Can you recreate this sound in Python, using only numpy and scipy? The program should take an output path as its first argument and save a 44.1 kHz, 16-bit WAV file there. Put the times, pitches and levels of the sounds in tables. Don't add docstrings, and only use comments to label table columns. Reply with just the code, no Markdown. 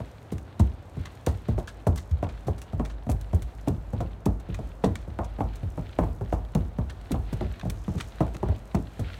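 import sys
import numpy as np
from scipy import signal
from scipy.fft import rfft, irfft, next_fast_len
from scipy.io import wavfile

SR = 44100
rng = np.random.default_rng(int(sys.argv[2]) if len(sys.argv) > 2 else 0)


def output_pcm(signal):
    pcm = np.clip(np.atleast_2d(signal).T, -1, 1) * 32767
    wavfile.write(sys.argv[1], SR, np.round(pcm).astype(np.int16))


N = 405455
BLOW_S = np.arange(int(SR * .7)) / SR
BLOW_N = len(BLOW_S)
DECK_HZ = 94.3

# start in seconds, force in dB, landing hardness in dB, deck boom in Hz,
# board note in Hz, clop note in Hz.
HOOVES = [(0.003, -35.5, 3.5, 87.6, 197, 620), (0.322, -33.5, -3.5, 120, 185, 470),
          (0.598, -22, -1.5, 88.5, 215, 660), (0.969, -37.5, -7, 108, 168, 600),
          (1.27, -26.5, 4, 76, 149, 488), (1.486, -27, -3.5, 101, 220, 587),
          (1.58, -35.5, 8.5, 108, 358, 608), (1.868, -23, 2, 84.3, 179, 617),
          (2.11, -53.5, -24, 74, 180, 705), (2.228, -29, 5, 82, 291, 660),
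          (2.468, -37.5, -5, 88.6, 198, 605), (2.483, -31, 4, 86.6, 425, 520),
          (2.732, -35, -2.5, 78, 203, 637), (2.797, -30, 3.5, 109, 240, 600),
          (3.068, -36.5, 0, 90, 223, 640), (3.092, -28.5, 1, 78.5, 257, 680),
          (3.332, -30, -0.5, 74.7, 185, 644), (3.675, -26.5, 0, 114, 286.5, 578),
          (3.933, -31.5, -2, 76, 199, 497), (4.005, -30, 3.5, 102, 198, 522),
          (4.262, -24.5, 0, 106.6, 207, 810), (4.488, -39, -7.5, 110.5, 184, 520),
          (4.59, -37.5, 1.5, 93, 191, 620), (4.839, -27.5, 8.5, 117, 192, 490),
          (4.86, -30.5, -5.5, 116, 192, 567), (5.078, -40.5, -4, 72, 349, 500),
          (5.189, -30.5, 9, 74, 333, 714), (5.387, -36.5, 2.5, 92.5, 296, 576),
          (5.406, -29.5, 7, 89, 281, 794), (5.629, -39, -4.5, 87, 212, 546),
          (5.777, -33, 0.5, 111, 159, 600), (5.988, -23, 4.5, 115, 171, 640),
          (6.035, -33, 3.5, 89, 157, 690), (6.211, -34.5, -0.5, 89.5, 400, 505),
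          (6.326, -28.5, 5.5, 74.6, 314, 710), (6.552, -25.5, -1, 110, 200, 463),
          (6.786, -31, 0.5, 95, 188, 630), (7.109, -29.5, -7, 136, 266, 515),
          (7.143, -32.5, 4.5, 84.4, 157, 744), (7.327, -34, -0.5, 107, 172, 464),
          (7.411, -29.5, 0, 85, 361, 618), (7.631, -37, -2.5, 99, 206, 730), (7.654, -32, -3, 99, 184, 630),
          (7.88, -32.5, -1.5, 111.4, 198, 630), (7.951, -34.5, -6, 122, 180, 486),
          (8.206, -23.5, 3, 101, 314, 676), (8.346, -42.5, -1, 116, 334, 564),
          (8.43, -29.5, 3, 98, 382, 895), (8.487, -32.5, -1, 75.7, 191, 620),
          (8.521, -43.5, 6, 91, 240, 570), (8.746, -26, 1, 102, 192, 686),
          (8.993, -34, -2.5, 90.7, 242, 670)]


def clops():
    # frequency in Hz, relative level in dB.
    rattle_spectrum = [(250, -28.5), (420, -7.5), (650, 3.5), (950, -3), (1250, -11), (1600, -21),
                       (2600, -32.5)]
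    out, colour = np.zeros(N), response(rattle_spectrum)
    crack = irfft(response([(900, 0.5), (1400, -2), (3000, -16.5)]), BLOW_N)
    crack *= from_db(-2) / np.abs(crack).max()
    for start_s, force_db, hard_db, _, _, hz in HOOVES:
        lower_hz, upper_hz = hz * rng.normal([.72, 1.33], 0.064)
        hoof = from_db(9.5) * mode(hz, cycles=16.5, rise_s=0.0008)
        hoof += from_db(1) * mode(upper_hz, cycles=26, rise_s=0.003)
        hoof -= from_db(1) * mode(lower_hz, cycles=20, rise_s=0.002)
        loose = looseness(start_s)
        decay = from_db(-5.5) * fade(0.043) + from_db(-8.5) * loose * fade(0.25)
        boards = scatter(colour, decay * swell(0.00042))
        echo = from_db(-2.5) * loose * scatter(rfft(hoof), fade(0.2) * swell(0.062))
        add(out, start_s, from_db(force_db + hard_db - 2) * (crack + hoof + boards + echo))
    return out


def knocks():
    # frequency in Hz, relative level in dB.
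    neighbour_spectrum = [(100, -8), (170, 1), (320, -6.5), (450, -10.5), (700, -32.5)]
    board_t60_s, stiff_db_per_octave = 0.093, 7.5
    out, colour = np.zeros(N), response(neighbour_spectrum)
    for start_s, force_db, _, deck_hz, hz, _ in HOOVES:
        board = from_db(9) * mode(hz, cycles=hz * board_t60_s, rise_s=0.00039)
        decay = from_db(-1.5) * fade(0.12) + from_db(-4) * looseness(start_s) * fade(0.38)
        gain_db = force_db - 1.28 + stiff_db_per_octave * np.log2(deck_hz / DECK_HZ)
        add(out, start_s, from_db(gain_db) * (board + scatter(colour, decay)))
    return out


def looseness(start_s):
    firm_db, firm_s = -9, 0.99
    return from_db(firm_db * np.exp(-start_s / firm_s))


def thuds():
    # frequency in Hz, relative level in dB.
    beam_spectrum = [(45, -15), (60, -2.5), (76, -4), (100, -5.5), (135, -18), (200, -24.5)]
    stiff_db_per_octave = -8
    out, colour = np.zeros(N), response(beam_spectrum)
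    for start_s, force_db, hard_db, hz, *_ in HOOVES:
        deck = from_db(27) * mode(hz, cycles=6.15, rise_s=0.022, sag=0.48) * swell(1 / hz)
        beams = from_db(4) * scatter(colour, fade(0.31) * swell(0.0089))
        gain_db = force_db - hard_db + 3 + stiff_db_per_octave * np.log2(hz / DECK_HZ)
        add(out, start_s, from_db(gain_db) * (beams - deck))
    return out


def span():
    # time in seconds, gain in dB.
    coupling = [(0, -57), (1.5, -46), (3, -38.5), (6.5, -36), (9.19, -46.5)]
    span_hz, mean_force_db, force_share = 51.7, -27, 0.52
    out, colour = np.zeros(N), response([(22, -32), (40, -20), (span_hz, 0), (66, -14)])
    for start_s, force_db, *_ in HOOVES:
        hum = mode(span_hz * rng.normal(1, 0.0423), cycles=290, rise_s=0.031)
        shake = from_db(7) * scatter(colour, fade(0.87) * swell(0.0024))
        gain_db = np.interp(start_s, *np.transpose(coupling)) + force_share * (force_db - mean_force_db)
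        add(out, start_s, from_db(gain_db) * (hum + shake))
    return out


def clicks():
    # start in seconds, level in dB, dullness in dB, crunch t60 in seconds.
    loud_clicks = [(0.317, -50, -1, 0.089), (0.38, -50, 5, 0.039), (0.594, -39, 2, 0.042),
                   (1.053, -47, 10, 0.063), (1.263, -32, 1.5, 0.031), (1.281, -48, 4, 0.1),
                   (1.584, -49.5, 1, 0.071), (1.673, -45, 9, 0.093), (1.868, -41.5, -0.5, 0.042),
                   (1.958, -43.5, -1, 0.05), (1.973, -42, 3, 0.08), (2.11, -53, 4, .05),
                   (2.236, -52.5, 9, 0.055), (2.287, -56, 10.5, 0.098), (2.468, -50.5, 2, 0.1),
                   (2.579, -51.5, 1.5, 0.065), (2.616, -44.5, 1.5, 0.044), (2.847, -48, 6, 0.085),
                   (2.895, -56.5, 11, 0.11), (3.096, -41.5, -3, 0.061), (3.115, -43, -1, 0.039),
                   (3.211, -47, -1, 0.03), (3.346, -47, -2.5, 0.036), (3.42, -45, 0.5, 0.04),
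                   (3.681, -39.5, -0.5, 0.033), (4.005, -49, 4.5, 0.054), (4.256, -37.5, -1.5, 0.031),
                   (4.398, -54.5, 2, 0.045), (4.543, -44, 7, 0.045), (4.84, -39, 6.5, 0.065),
                   (4.955, -36, 7, 0.017), (5.244, -50.5, 4, 0.036), (5.555, -49, 0.5, 0.04),
                   (6.326, -53, 2, 0.089), (6.55, -34.5, 1, 0.016), (6.896, -48, 9.5, 0.057),
                   (7.116, -35.5, 1, 0.034), (7.327, -45.5, 0.5, 0.048), (7.596, -47, 10, 0.019),
                   (7.612, -53, 18.5, 0.017), (7.698, -35.5, 0.5, 0.031), (7.977, -52, 9.5, 0.11),
                   (8.0, -45.5, 13.5, .035), (8.006, -36, 7.5, 0.038), (8.345, -49.5, 9, 0.045),
                   (8.367, -41.5, 7, 0.011), (8.749, -37, 4.5, 0.023), (8.993, -48.5, 0, 0.073)]
    # frequency in Hz, relative level in dB.
    snap_spectrum = [(2400, -16), (3200, 5), (4200, 9.5), (4900, 6), (6000, 11), (9200, 4.5), (10400, -6)]
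    toe_lead_s, toe_t60_s = 0.0031, 0.058
    note_range_hz = (1616, 2970)
    out, snap = np.zeros(N), response(snap_spectrum)
    woody = response([(1100, -1.5), (1600, -5), (2600, -8), (3600, -6.5)])
    sheen = response([(8000, -5), (12000, -7), (16000, -12.5)])
    underfoot = [(s - toe_lead_s, force_db - 26, 0, toe_t60_s) for s, force_db, *_ in HOOVES]
    for start_s, db, dull_db, t60_s in loud_clicks + underfoot:
        crumbs = from_db(-23) * np.sqrt(t60_s / toe_t60_s) * fade(0.41)
        envelope = (fade(t60_s) + crumbs) * swell(0.026 * t60_s)
        note = rfft(np.sin(2 * np.pi * rng.uniform(*note_range_hz) * BLOW_S) * fade(0.019))
        body = woody * (1 + 2 * note / np.abs(note).max())
        add(out, start_s, from_db(db - 0.5) * scatter(snap, envelope, spread_db=6))
        add(out, start_s, from_db(db + dull_db) * scatter(body, envelope, spread_db=5.5))
        add(out, start_s, from_db(db - 2 - dull_db) * scatter(sheen, envelope, spread_db=7))
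    return out


def scrapes():
    # centre in seconds, half width in seconds, level in dB.
    swishes = [(5.25, 0.013, -56), (6.34, .04, -63), (7.9, 0.26, -64)]
    centre_hz = 6100
    t = np.arange(N) / SR
    envelope = sum(from_db(db) * np.exp(-((t - s) / width_s) ** 2) for s, width_s, db in swishes)
    band = signal.butter(1, centre_hz * np.array([.85, 1.18]), "band", fs=SR, output="sos")
    return envelope * rms_one(signal.sosfilt(band, grains(8.5, N)))


def rustle():
    # time in seconds, gain in dB.
    strength = [(0.0, -57), (0.75, -61.5), (1.1, -57.5), (2.15, -63.5), (2.4, -58), (3.0, -64.5),
                (3.55, -57.5), (4.45, -66), (4.62, -56.5), (4.8, -61.5), (5.6, -60), (5.9, -59),
                (6.75, -63), (6.95, -58.5), (7.52, -57), (7.7, -60.5), (7.97, -56), (8.15, -56),
                (8.66, -58.5), (9.19, -52.5)]
    # frequency in Hz, relative level in dB.
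    leather_spectrum = [(1400, 6), (3000, 1.5), (4200, -1), (4900, -10.5)]
    cloth_spectrum = [(4800, -4.5), (6000, -2.5), (9400, -5), (10400, -11.5), (12500, -7), (16000, -18)]
    leather = from_db(-1) * rubbing(leather_spectrum, patchy_db=3, slip_db=14)
    cloth = from_db(-10.5) * rubbing(cloth_spectrum, patchy_db=1, slip_db=15.5)
    return from_db(np.interp(np.arange(N) / SR, *np.transpose(strength))) * (leather + cloth)


def rubbing(spectrum, patchy_db, slip_db):
    patches_per_s, slips_per_s, slip_s = 14, 45, 0.002
    patches = np.interp(np.arange(N) / SR * patches_per_s, np.arange(200), rng.standard_normal(200))
    onsets = (rng.random(N) < slips_per_s / SR) * rng.random(N) ** 2
    slips = signal.lfilter([1], [1, -np.exp(-1 / (slip_s * SR))], onsets + 1e-18)
    envelope = from_db(patchy_db * patches) * (1 + from_db(slip_db) * slips)
    return coloured(grains(0.76, N) * envelope, spectrum)


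def woods():
    # frequency in Hz, relative level in dB.
    air_spectrum = [(90, 5.5), (170, -10), (450, -15), (650, -13.5), (1500, -26.5), (4000, -52),
                    (4800, -51)]
    return from_db(-45.5) * coloured(rng.standard_normal(N), air_spectrum)


def mode(hz, cycles, rise_s, sag=0, sag_s=0.014):
    phase = 2 * np.pi * hz * (BLOW_S + sag * sag_s * swell(sag_s))
    return np.sin(phase) * fade(cycles / hz) * swell(rise_s)


def scatter(colour, envelope, spread_db=0):
    sound = irfft(rfft(grains(spread_db, BLOW_N) * envelope) * colour, BLOW_N)
    return rms_one(sound) * np.sqrt(np.mean(envelope ** 2))


def grains(spread_db, size):
    return rng.standard_normal(size) * from_db(spread_db * np.minimum(rng.exponential(1, size), 5))


def swell(rise_s):
    return 1 - np.exp(-BLOW_S / rise_s)


def fade(t60_s):
    taper = np.cos(np.pi / 2 * (BLOW_S / BLOW_S[-1]) ** 2)
    return from_db(-60 * BLOW_S / t60_s) * taper


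def response(spectrum, size=BLOW_N):
    hz, db = np.transpose(spectrum)
    octave = np.log2(np.maximum(np.fft.rfftfreq(size, 1 / SR), 1))
    outside = np.abs(octave - np.clip(octave, np.log2(hz[0]), np.log2(hz[-1])))
    level_db = np.interp(octave, np.log2(hz), db) - np.minimum(24 * outside, 60)
    cepstrum = irfft(np.log(from_db(level_db)), size)
    cepstrum[1:size // 2] *= 2
    cepstrum[size // 2 + 1:] = 0
    return np.exp(rfft(cepstrum))


def coloured(x, spectrum):
    size = next_fast_len(N)
    return rms_one(irfft(rfft(x, size) * response(spectrum, size), size)[:N])


def from_db(db):
    return 10 ** (np.asarray(db) / 20)


def rms_one(x):
    return x / np.sqrt(np.mean(x ** 2) + 1e-20)


def add(track, start_s, sound):
    at = max(0, int(round(start_s * SR)))
    track[at:at + len(sound)] += sound[:N - at]


def scene():
    return (clops() + knocks() + thuds() + span() + clicks() + scrapes() + woods() + rustle())[None]


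def record(dry):
    low_cut_hz, high_cut_hz = 35, 16100
    lean = signal.sosfilt(signal.butter(4, low_cut_hz, "high", fs=SR, output="sos"), dry)
    return signal.sosfilt(signal.ellip(10, .2, 70, high_cut_hz, fs=SR, output="sos"), lean)


dry = scene()
out = record(dry)
output_pcm(out)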